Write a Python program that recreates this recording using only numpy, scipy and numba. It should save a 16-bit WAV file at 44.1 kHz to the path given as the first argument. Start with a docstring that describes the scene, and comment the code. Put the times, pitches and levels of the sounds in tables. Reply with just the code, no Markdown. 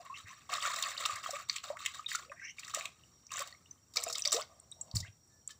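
"""Soft, distant swishing first, then abruptly loud, close swishing of leafy greens by hand round a metal pot of water.
A hum and a thin whine run throughout a quiet yard. The hand lifts and dunks a bunch three times.
Each stroke is a swarm of spray ticks and bubbles; leaf slaps and drops are short bursts of noise.
Single bubbles, soft drips, gurgles and squelches ring and rise; thuds, one ping and the pot's air are fading sines.
Faint tones swell and fade: two like far whistles, the last like the pot's ring. One close microphone colours it all."""
import sys
import numpy as np
from scipy import signal
from scipy.fft import rfft, irfft
from scipy.io import wavfile
from scipy.ndimage import uniform_filter1d
from numba import njit

SR = 44100
rng = np.random.default_rng(int(sys.argv[2]) if len(sys.argv) > 2 else 0)


def to_wav(sig):
    """Store sig (one row per channel, or 1-D mono) as 16-bit WAV at the path in sys.argv[1].

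    Samples outside -1..1 are clipped; the rate is SR.
    """
    pcm = np.clip(np.atleast_2d(sig), -1, 1) * 32767
    pcm = np.round(pcm).astype(np.int16)
    wavfile.write(sys.argv[1], SR, pcm.T)  # frames by channels


N = 246519
TIME = np.arange(N) / SR

# Levels in the tables are relative: mixing, echoes and the microphone come after them.

# yard air, loudness over pitch: (pitch [Hz], level [dB])
YARD_SPECTRUM = [(20, -36), (45, -11), (70, 3.5), (110, 3.5), (170, -3), (300, -11), (700, -20),
                 (1400, -25), (3000, -38.5), (5000, -31), (7500, -23), (10000, -44.5), (16000, -65)]
# thin high whine, its separate tones: (pitch [Hz], level [dB])
WHINE_TONES = [(4330, -90), (5390, -90), (5650, -74), (8600, -91.5)]
WHINE_WIDTH_OCTAVES, WHINE_WAVER_DB = .018, 2

# pushes of the hand through the water, and gushes from the lifted bunch:
# (time [s], length [s], spray [dB], small bubbles [dB], deep sloshing [dB], swell over the stroke [dB])
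STROKES = [(0.0, 0.03, -57.5, -59, -48.5, -10.5), (0.041, 0.17, -63.5, -64, -90, -3),
           (0.162, 0.047, -48.5, -56.5, -80, -10), (0.263, 0.21, -54.5, -57, -69, -19.5),
           (0.489, 0.044, -49, -50, -49.5, 6.5), (0.528, 0.14, -40, -45.5, -53, -12),
           (0.618, 0.095, -39.5, -43, -50.5, -3), (0.725, 0.2, -43.5, -46.5, -53.5, -2),
           (0.966, 0.12, -42.5, -48.5, -51, -2), (1.094, 0.11, -42, -43, -52, -14.5),
           (1.224, 0.075, -43, -48, -55.5, -3), (1.325, 0.088, -51, -52, -60, -2.5),
           (1.48, 0.088, -49.5, -59.5, -83, 3.5), (1.63, 0.08, -45.5, -51, -51.5, -12),
           (1.781, 0.12, -49.5, -55, -83, -0.5), (1.932, 0.075, -46, -53.5, -61, -10),
           (2.077, 0.067, -46, -63, -92, 4), (2.169, 0.051, -54.5, -58.5, -65, -0.5),
           (2.564, 0.15, -58, -67, -76, 6), (2.732, 0.015, -37.5, -44, -71, -2),
           (2.741, 0.12, -43.5, -50.5, -49, -7.5), (3.302, 0.1, -53.5, -55.5, -65, 8),
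           (3.373, 0.14, -44.5, -52, -49, -18), (3.954, 0.076, -45, -50.5, -44, -9),
           (4.051, 0.055, -51, -60, -48.5, -0.5), (4.15, 0.039, -50.5, -63.5, -63, 2),
           (4.246, 0.023, -35, -44, -41, -10.5), (4.318, 0.069, -38, -45.5, -39, -10.5),
           (4.485, 0.22, -86, -75, -60.5, -16.5), (4.75, 0.2, -80.5, -93, -69, 9),
           (4.945, 0.12, -61, -82, -63.5, -4), (5.481, 0.011, -60, -70, -85, 3.5)]
# each layer starts quickly; deep water is slower to get going
SPRAY_ATTACK_S, BUBBLE_ATTACK_S, SLOSH_ATTACK_S = 0.012, 0.014, 0.018
RELEASE_DB_PER_S = 322.5
# the water keeps fizzing faintly after a stroke
SETTLE_DB, SETTLE_DB_PER_S = -30, 19.5
# droplet spray, loudness over pitch: (pitch [Hz], level [dB])
SPRAY_SPECTRUM = [(500, -46.5), (1200, 6), (2300, -1), (4000, -1), (5500, 14), (7600, 15.5), (10000, -6),
                  (13000, -27.5), (16000, -24)]
# colour given to the finest bubbles: (pitch [Hz], level [dB])
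FIZZ_COLOUR = [(1500, -3), (2600, -5), (4000, 7), (5500, -2.5), (7600, 7.5), (10000, -16.5), (16000, 4)]

# faint drips from the wet leaves
DRIPS_PER_S, DRIP_DB, DRIP_LOW_HZ, DRIP_HIGH_HZ = 50, -85.5, 2605, 9300

# single bubbles and soft drips that stand out, low to very high:
# (time [s], pitch [Hz], level [dB], fade [cycles], pitch rise [octaves per fade time])
SINGLE_BUBBLES = [(0.0, 682, -42, 5.1, 0.043), (0.061, 1007, -44, 8.4, 0.075), (.098, 1005, -34, 11, 0.068),
                  (0.127, 1123, -39.5, 7.6, .03), (0.141, 2644, -38, 15.4, 0.019),
                  (0.302, 1010, -45, 13, 0.089), (0.581, 1230, -27.5, 5.7, 0.022),
                  (0.605, 3330, -28, 7.4, 0.056), (0.653, 1376, -16, 3.6, 0.018),
                  (.695, 990, -31, 9.8, 0.019), (0.968, 2800, -29, 2.8, 0.037),
                  (1.009, 2000, -33, 6.2, 0.034), (1.025, 1270, -27, 4.5, .03),
                  (1.058, 1216, -17.5, 2.6, 0.032), (1.095, 1192, -28, 8.8, 0.025),
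                  (1.261, 1220, -22, 2.7, 0.038), (1.291, 684, -25, 1.9, 0.046),
                  (1.33, 546, -32.5, 6.9, 0.07), (1.35, 2270, -37, 7.5, 0.038),
                  (1.402, 1220, -33, 3.3, 0.024), (1.498, 2140, -17.5, 1.7, .03),
                  (1.701, 554, -24.5, 4.9, 0.079), (1.702, 870, -28.5, 4.3, 0.062),
                  (1.8611, 2125, -20, 3.5, 0.035), (1.993, 1202, -31.5, 6.3, 0.035),
                  (2.045, 2380, -39, 5.7, 0.036), (2.062, 3610, -26.5, 12.6, 0.045),
                  (2.149, 1364, -19, 7.7, 0.039), (2.297, 2480, -40, 5.8, .02),
                  (2.298, 550, -43, 6.6, 0.036), (2.395, 1910, -39.5, 13, 0.057),
                  (2.417, 1576, -35.5, 11, 0.017), (2.585, 2340, -30, 4.9, 0.012),
                  (2.738, 1254, -27, 3.6, 0.027), (2.772, 614, -23, 1.4, 0.025),
                  (2.79, 1920, -44, 3.8, .03), (2.81, 2350, -21.5, 2.4, 0.021),
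                  (3.036, 2850, -48.5, 8.2, 0.032), (3.293, 2380, -48, 12, .04),
                  (3.306, 2680, -40, 6.4, .03), (3.351, 1206, -48, 7.4, 0.016),
                  (3.391, 2360, -25.5, 3.3, 0.026), (3.399, 526, -36.5, 4.7, 0.11),
                  (3.525, 1890, -44, 7.9, 0.028), (3.526, 4230, -38.5, 5.5, 0.026),
                  (3.548, 2060, -45, 5, 0.051), (3.659, 2860, -49.5, 8.8, 0.014),
                  (3.71, 6010, -36, 20, 0.017), (4.813, 7530, -31, 31, .01),
                  (3.958, 1223, -32.5, 5.9, 0.02), (3.97, 2280, -23.5, 7.8, 0.026),
                  (4.066, 657, -25, 2.9, 0.029), (4.1, 1333, -33, 3.1, 0.028),
                  (4.159, 1250, -38.5, 6.3, .03), (4.262, 585, -37, 9, 0.0062),
                  (4.254, 2250, -25, 3.6, 0.025), (4.296, 3550, -40, 9, .02),
                  (4.324, 1230, -26.5, 4.1, 0.016), (4.343, 412, -19, 7.34, 0.19),
                  (4.362, 1950, -33, 3.1, 0.035), (4.37, 4400, -39, 8, .03), (4.721, 3736, -39, 11, 0.025),
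                  (5.026, 1910, -45, 27, 0.08), (5.033, 2035, -43.5, 18, 0.021),
                  (5.049, 1586, -38, 5.6, 0.017)]

# squeezes of the bunch, each a rising trill of bubbles:
# (time [s], length [s], first pitch [Hz], last pitch [Hz], level [dB], squeak against trill [dB])
SQUEEZES = [(0.141, 0.035, 2330, 2720, -52, -2), (0.25, 0.069, 1760, 2570, -56, 1),
            (2.357, 0.077, 1900, 2050, -59.5, -1), (2.418, 0.046, 1880, 2240, -48.5, 4),
            (2.438, 0.079, 2190, 2500, -50.5, 3), (5.049, 0.039, 1880, 2850, -59.5, -18)]

# bumps of the full pot on the earth: (time [s], level [dB])
POT_BUMPS = [(.243, -44), (1.13, -46), (4.940, -24), (4.9565, -19.5), (5.002, -31), (5.025, -33),
             (5.085, -41)]
# tones of that dull thud: (pitch [Hz], level [dB], time to fade by 60 dB [s])
THUD_MODES = [(99, 9, 0.09), (151.5, -8, 0.12)]

# short splats: the first is the abrupt start of the louder, closer water, the rest are wet leaves slapping it:
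# (time [s], level [dB], centre pitch [Hz], decay [s], bursting film against hollow [dB])
SPLATS = [(.4925, -29.5, 890, 0.0017, -18), (.537, -24.5, 3400, 0.0023, -3), (.624, -27, 3860, 0.0022, -10),
          (.76, -29.5, 4200, 0.0028, 1), (.836, -24.5, 3300, 0.0025, -18.5),
          (1.053, -22.5, 3270, 0.004, -21), (1.058, -26.5, 3100, 0.004, 12.5),
          (1.158, -36.5, 6700, 0.0022, -7), (1.307, -32, 6070, 0.0043, 24),
          (1.561, -29, 2730, 0.0057, -2.5), (1.583, -30, 3640, 0.0012, -24.5),
          (1.769, -33, 1650, 0.0034, -18), (1.852, -30, 2400, 0.0017, -5.5),
          (1.8605, -20, 2610, 0.0028, -3.5), (2.116, -25.5, 1760, 0.0026, -25),
          (2.149, -30.5, 2200, 0.0053, 0), (2.154, -26, 5300, 0.0026, -3),
          (2.317, -34.5, 1360, 0.0051, -24), (2.594, -37.5, 4800, 0.0049, 4),
          (2.632, -37.5, 2350, 0.0027, -18), (2.647, -38.5, 4600, 0.0026, -8),
          (2.679, -36, 1560, 0.0034, -1.5), (2.747, -21, 6600, 0.0014, 5),
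          (2.8552, -23.5, 2830, 0.0015, -8.5), (3.318, -34.5, 4500, 0.002, 6),
          (3.392, -30, 4200, 0.0028, 11), (3.405, -32, 3750, 0.0025, 0), (3.473, -41, 4200, 0.0026, 0),
          (3.937, -47, 4400, 0.0082, 2), (3.9595, -28.5, 5200, 0.0025, 1), (3.9695, -17, 4800, 0.0031, -28),
          (4.031, -35, 6000, .003, -14), (4.037, -22.5, 6900, 0.0014, -4), (4.099, -35.5, 5560, 0.0086, -8),
          (4.126, -29, 5770, 0.0064, -14), (4.154, -25.5, 4400, 0.0031, -15),
          (4.251, -21.5, 4350, 0.0022, -24), (4.319, -24, 4550, 0.0064, 0), (4.3272, -18, 5540, 0.0028, 2),
          (4.335, -32, 5960, 0.025, 17), (4.365, -24.5, 4030, 0.0017, -20),
          (4.913, -39.5, 4600, 0.0022, -20), (4.953, -33.5, 6830, 0.02, 6),
          (5.002, -33.5, 5240, 0.0054, -27), (5.506, -45.5, 3930, 0.0098, 3)]
SPLAT_OCTAVES, SPLAT_ATTACK_S = 0.84, 0.0012

# drops falling back, sharp on water or soft on leaves:
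# (time [s], level [dB], centre pitch [Hz], bursting film against hollow [dB])
FALLING_DROPS = [(0.825, -19, 3780, -0.5), (.829, -35, 3130, 5), (0.9778, -25, 4200, -20),
                 (1.496, -16, 4260, -43), (1.4978, -22.5, 6000, -32), (3.267, -40, 6000, -30),
                 (3.331, -35, 7300, -11), (3.3377, -28, 6100, -11), (3.359, -31, 6800, -29),
                 (3.37, -28.5, 7060, -10), (4.182, -24.5, 5670, 5), (4.195, -29, 8040, -18),
                 (4.221, -21, 5600, -24), (4.344, -19, 5700, -20), (4.256, -15, 4700, -12),
                 (4.275, -16, 5700, -8.5), (4.309, -27, 5960, -21), (4.411, -31.5, 3200, 0),
                 (4.425, -33, 5800, -38), (4.599, -42, 7950, -34), (4.715, -34.5, 7920, -34),
                 (4.812, -27.5, 7560, -26.5), (4.95, -35.5, 4700, -4), (4.967, -19.5, 4590, -28),
                 (5.476, -27.5, 7630, -33)]
DROP_OCTAVES, DROP_ATTACK_S, DROP_DECAY_S = 0.3, 0.001, 0.0012

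# water closing over a hollow, each a rising run of bubbles:
# (time [s], length [s], first pitch [Hz], last pitch [Hz], level [dB])
GURGLES = [(1.657, .045, 1230, 1550, -58), (1.718, 0.049, 663, 1250, -51), (2.211, .13, 378, 646, -64),
           (4.364, .05, 564, 1624, -42)]
GURGLE_CYCLES, GURGLE_SCATTER_OCTAVES = 5, .2

# showers of small drops shaken off the leaves: (time [s], length [s], level [dB])
SHOWERS = [(3.325, .09, -53), (3.975, .24, -49.5), (4.235, .19, -50)]
SPATTER_LOW_HZ, SPATTER_HIGH_HZ = 1896, 8400
SPATTER_PER_S, SPATTER_SPREAD_DB, SPATTER_CYCLES = 170, 3.5, 5

# gushes from the lifted bunch that ring the air in the open pot: (time [s], level [dB])
AIR_GUSHES = [(3.968, -40), (4.066, -38), (4.1, -40)]
# tones of that air: (pitch [Hz], level [dB], time to fade by 60 dB [s])
AIR_MODES = [(483.8, -3.5, 0.26), (1274, 2.5, 0.029), (2420, -11, 0.053)]

# faint, nearly steady tones, two like far whistles and the last like the pot's faint ring:
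# (time [s], length [s], pitch [Hz], level [dB])
FAINT_TONES = [(4.769, 0.071, 900, -64.5), (4.869, 0.2, 938, -65), (5.281, 0.14, 1756, -72.5)]
TONE_SINK_OCTAVES_PER_S = 0.15

# light taps on the pot's wall: (time [s], level [dB])
POT_TAPS = [(5.503, -53.5)]
# tones of that metal wall: (pitch [Hz], level [dB], time to fade by 60 dB [s])
WALL_MODES = [(1735, 3, 0.11), (3080, -3, 0.1), (4200, -4, 0.082)]

# colour of the microphone: (pitch [Hz], level [dB])
MIC_COLOUR = [(20, -12), (6150, 1.5), (6550, -4), (7100, 4), (8500, 0.5), (11000, 8.5), (13500, 17.5),
              (15200, 33), (16000, 4.5)]
TOP_HZ = 15800


def undb(db):
    """Turn decibels into a multiplying gain."""
    return 10 ** (np.asarray(db) / 20)


def unit(x):
    """Scale a sound to an average (rms) strength of 1."""
    return x / np.sqrt(np.mean(x ** 2) + 1e-20)


def add(out, s, x):
    """Mix x into out from time s."""
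    i = max(0, int(s * SR))
    out[i:i + len(x)] += x[:max(0, len(out) - i)]


def colour(x, points):
    """Filter x to follow (pitch, level) points, without sounding ahead of time."""
    hz, db = np.transpose(points)
    size = 4096
    f = np.maximum(np.fft.rfftfreq(size, 1 / SR), 1)
    curve_db = np.interp(np.log(f), np.log(hz), db)
    # folding the cepstrum puts the filter's energy as early as possible
    cepstrum = irfft(np.log(undb(curve_db)))
    cepstrum[1:size // 2] *= 2
    cepstrum[size // 2 + 1:] = 0
    response = irfft(np.exp(rfft(cepstrum)))
    return signal.fftconvolve(x, response)[:len(x)]


def band(x, hz, octaves, order=1):
    """Keep only a band of pitches, octaves wide, around hz."""
    edges = hz * 2 ** (np.array([-.5, .5]) * octaves)
    edges = np.clip(edges, 10, SR / 2 - 1000)
    return signal.sosfilt(signal.butter(order, edges, "band", fs=SR, output="sos"), x)


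def surge(rate, spread_db):
    """A gain that drifts between random levels, with a new one rate times a second."""
    knots = np.clip(rng.standard_normal(1000), -1.5, 1.5)
    return undb(spread_db * np.interp(TIME * rate, np.arange(len(knots)), knots))


@njit
def bubbles(rows):
    """Pockets of air (s, Hz, gain, decay s, rise) ring, die away and climb in pitch as they near the surface."""
    out = np.zeros(N)
    for k in range(len(rows)):
        s, hz, gain, decay, rise = rows[k]
        start, life = int(s * SR), decay * SR
        fade = np.exp(-1 / life)
        glide = 2 ** (rise / life)
        opening = np.exp(-1 / max(SR / hz, life / 4))
        phase, shut = 0., 1.
        for i in range(max(start, 0), min(start + int(6 * life), N)):
            phase += 2 * np.pi * hz / SR
            gain *= fade
            shut *= opening  # the ring builds up quickly, more softly in long-lived bubbles
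            if i - start < 3 * life:
                hz *= glide
            out[i] += gain * (1 - shut) * np.sin(phase)
    return out


def ring_out(s, hz, gain, cycles, rise):
    """Bubbles that fade over a number of cycles and rise in pitch."""
    return bubbles(np.column_stack([s, hz, gain, cycles / hz, rise]))


def swarm(rate, low_hz, high_hz, cycles, spread_db, rise):
    """Bubbles of random size and depth, rate a second, most faint and a few strong."""
    when, size, depth, force, climb = rng.random((30000, 5))[:int(rate * N / SR)].T
    hz = low_hz * (high_hz / low_hz) ** size
    gain = undb(spread_db * np.minimum(-np.log(1 - force), 4.5))
    return ring_out(when * N / SR, hz, gain, cycles * (.5 + depth), rise * climb)


def yard():
    """Low outdoor hum and faint hiss are shaped noise; the whine is very narrow bands of wavering noise."""
    air = unit(colour(rng.standard_normal(N), YARD_SPECTRUM)) * surge(rate=14, spread_db=1.2)
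    whine = np.zeros(N)
    for hz, db in WHINE_TONES:
        tone = band(rng.standard_normal(N), hz, WHINE_WIDTH_OCTAVES, order=2)
        whine += undb(db) * unit(tone)
    return undb(-62.0) * air + whine * surge(rate=4.45, spread_db=WHINE_WAVER_DB)


def effort(column, attack):
    """Gain of one water layer over all strokes: attack, sloping hold, release and a faint settling tail."""
    power = np.zeros(N)
    for s, length, *levels, swell in STROKES:
        age = np.maximum(TIME - s, 0)
        after = np.maximum(age - length, 0)
        slope_db = swell * np.minimum(age / length, 1)
        hold = np.minimum(age / attack, 1) * undb(levels[column] + slope_db)
        release = undb(-RELEASE_DB_PER_S * after)
        settling = undb(SETTLE_DB - SETTLE_DB_PER_S * after)
        power += hold ** 2 * (release ** 2 + settling ** 2)
    return np.sqrt(power)


def even(x, span):
    """Even out the level of a swarm over span seconds, keeping its finer grain."""
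    local_power = np.abs(uniform_filter1d(x ** 2, int(span * SR)))
    return x / np.sqrt(local_power + 0.014 * np.mean(x ** 2))


def crackle(rate, spread_db):
    """Tiny droplet impacts: single clicks of random strength, rate a second."""
    hit = rng.random(N) < rate / SR
    strength = undb(spread_db * np.minimum(rng.exponential(size=N), 5))
    return hit * rng.choice([-1, 1], N) * strength


def swish():
    """Moving water: fine fizz and spray on top, small bubbles between the leaves, large ones behind the hand."""
    spurts = surge(rate=100, spread_db=3.2)
    spray_gain = spurts * effort(0, SPRAY_ATTACK_S)
    bubble_gain = spurts * effort(1, BUBBLE_ATTACK_S)
    slosh_gain = spurts * effort(2, SLOSH_ATTACK_S)

    droplets = unit(colour(crackle(rate=1800, spread_db=3.5), SPRAY_SPECTRUM))
    fizz = swarm(rate=3600, low_hz=1900, high_hz=10620, cycles=5.5, spread_db=4.5, rise=0.03)
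    spray = unit(colour(fizz, FIZZ_COLOUR)) + undb(-7) * droplets
    small = unit(swarm(rate=2000, low_hz=1040, high_hz=2750, cycles=4.2, spread_db=3.9, rise=0.022))
    # the air above the water favours one band
    small = small + .9 * band(small, 1260, .22)
    large = swarm(rate=650, low_hz=520, high_hz=1020, cycles=1.5, spread_db=1.5, rise=0.055)
    return (spray_gain * undb(-2.5) * even(spray, 0.013)
            + bubble_gain * undb(3.5) * even(small, 0.14)
            + slosh_gain * undb(-2.5) * even(large, 0.086))


def trickle():
    """Faint drips and bursting froth, running throughout as sparse, high ringing bubbles."""
    drips = swarm(rate=DRIPS_PER_S, low_hz=DRIP_LOW_HZ, high_hz=DRIP_HIGH_HZ, cycles=14, spread_db=3.5, rise=.03)
    return undb(DRIP_DB) * unit(drips)


def single_bubbles():
    """Single bubbles and soft drips, low to very high, each ringing at its own pitch as it rises."""
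    s, hz, db, cycles, rise = np.transpose(SINGLE_BUBBLES)
    return ring_out(s, hz, undb(db), cycles, rise)


def squelches(count=32):
    """Air pressed through wet leaves: mostly ever smaller bubbles, with a high squeak as the grip tightens."""
    out = np.zeros(N)
    decay, rise = np.full(count, .003), np.full(count, .02)
    for s, length, first_hz, last_hz, db, squeak_db in SQUEEZES:
        slip, size, force = rng.uniform(-1, 1, (count, 3)).T
        part = (np.arange(count) + .5 + slip / 2) / count  # how far through the squeeze, 0 to 1
        when = s + part * length
        gain = np.sqrt(np.abs(np.sin(np.pi * part))) * undb(2.0 * force)
        hz = first_hz * (last_hz / first_hz) ** part * 2 ** (0.36 * size)
        squeak_hz = 5400 * 2 ** (0.147 * part + 0.11 * size)
        trill = bubbles(np.column_stack([when, hz, gain, decay, rise]))
        squeak = bubbles(np.column_stack([when, squeak_hz, gain * part ** 2, decay, rise]))
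        out += undb(db) * unit(trill + undb(squeak_db) * squeak) * np.sqrt(length * SR / N)
    return out


def knocks(blows, modes, contact):
    """Blows ring a set of fading tones; a longer contact (in seconds) gives a softer start."""
    out, t = np.zeros(N), TIME[:SR]
    ring = np.zeros(len(t))
    for hz, db, t60 in modes:
        ring += undb(db) * np.sin(2 * np.pi * hz * t) * np.exp(-np.log(1000) * t / t60)
    for s, db in blows:
        add(out, s, undb(db) * ring * (1 - np.exp(-t / contact)))
    return out


def pot_thuds():
    """The full pot bumps on the earth: two low tones that die quickly."""
    return knocks(POT_BUMPS, THUD_MODES, contact=0.0067)


def splats(rows, octaves, attack):
    """Each splat mixes the hiss of a bursting film of water with the ring of the hollow under it."""
    out = np.zeros(N)
    t = TIME[:SR // 16]
    hiss = unit(colour(rng.standard_normal(N), SPRAY_SPECTRUM))
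    for s, db, hz, decay, film_db in rows:
        shape = np.exp(-t / decay) * (1 - np.exp(-t / attack))
        hollow = band(shape * rng.standard_normal(len(t)), hz, octaves, order=3)
        film = shape * hiss[int(s * SR):][:len(t)]
        splat = unit(unit(hollow) + undb(film_db) * unit(film))
        # a longer splat carries more energy
        add(out, s - .0004, undb(db) * splat * np.sqrt(0.22 * decay / t[-1]))
    return out


def start_and_leaf_slaps():
    """The abrupt start of the louder water, then wet leaves slapping it: short noise bursts in a broad band."""
    return splats(SPLATS, SPLAT_OCTAVES, SPLAT_ATTACK_S)


def falling_drops():
    """Drops fall back: very short bursts of noise in a narrow band."""
    rows = [(s, db, hz, DROP_DECAY_S, film_db) for s, db, hz, film_db in FALLING_DROPS]
    return splats(rows, DROP_OCTAVES, DROP_ATTACK_S)


def gurgles(count=11):
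    """A hollow fills and pinches off bubbles, mostly ever smaller and weaker, with random scatter."""
    out = np.zeros(N)
    for s, length, first_hz, last_hz, db in GURGLES:
        slip, size, force = rng.uniform(-1, 1, (count, 3)).T
        part = (np.arange(count) + .5 + slip / 2) / count
        hz = first_hz * (last_hz / first_hz) ** part * 2 ** (GURGLE_SCATTER_OCTAVES * size)
        gain = undb(0.53 * force - 1.1 * part)
        run = ring_out(s + part * length, hz, gain, GURGLE_CYCLES, np.full(count, .03))
        out += undb(db) * unit(run) * np.sqrt(length * SR / N)
    return out


def spatter():
    """Small drops of all sizes land at uneven intervals, each with a very short ring."""
    out = np.zeros(N)
    for s, length, db in SHOWERS:
        slip, size, force = rng.random((200, 3))[:int(length * SPATTER_PER_S)].T
        when = s + slip * length
        hz = SPATTER_LOW_HZ + (SPATTER_HIGH_HZ - SPATTER_LOW_HZ) * size
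        gain = undb(SPATTER_SPREAD_DB * np.minimum(-np.log(1 - force), 3))
        ticks = ring_out(when, hz, gain, SPATTER_CYCLES, np.full(len(hz), .02))
        out += undb(db) * unit(ticks) * np.sqrt(length * SR / N)
    return out


def pot_air():
    """Gushes from the lifted bunch set the air in the open pot ringing."""
    return knocks(AIR_GUSHES, AIR_MODES, contact=0.00051)


def faint_tones():
    """Thin tones like far whistles or the pot's faint ring: sine waves that swell, fade and sink slightly in pitch."""
    out = np.zeros(N)
    for s, length, hz, db in FAINT_TONES:
        t = TIME[:int(length * SR)]
        turns = np.cumsum(hz * 2 ** (-TONE_SINK_OCTAVES_PER_S * t)) / SR
        add(out, s, undb(db) * np.sin(np.pi * t / length) * np.sin(2 * np.pi * turns))
    return out


def pot_ping():
    """A light tap on the metal wall rings its three tones briefly."""
    return knocks(POT_TAPS, WALL_MODES, contact=0.00025)


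def echoes(x, t60, db):
    """Many blurred reflections, duller than the direct sound, made with a fading tail of noise."""
    t = TIME[:SR // 2]
    tail = rng.standard_normal(len(t)) * np.exp(-np.log(1000) * t / t60) * (t > .001)
    tail = band(tail, 1810, 3.06)
    return undb(db) * signal.fftconvolve(x, unit(tail) / np.sqrt(len(t)))[:N]


def scene():
    """Water, pot and yard, with quick reflections inside the pot and faint ones from the brick walls."""
    water = swish() + trickle() + single_bubbles() + squelches()
    water = water + start_and_leaf_slaps() + falling_drops() + gurgles() + spatter()
    pot = pot_thuds() + pot_air() + pot_ping()
    inside_pot = echoes(water, t60=0.012, db=-10.0)
    off_walls = echoes(water, t60=0.21, db=-15.5)
    sound = yard() + water + inside_pot + off_walls + pot + faint_tones()
    return np.array([sound, sound])


def record(dry):
    """The microphone colours the sound, and a steep filter cuts the very top."""
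    heard = np.array([colour(x, MIC_COLOUR) for x in dry])
    return signal.sosfilt(signal.ellip(8, .2, 70, TOP_HZ, fs=SR, output="sos"), heard)


dry = scene()
out = record(dry)
to_wav(out)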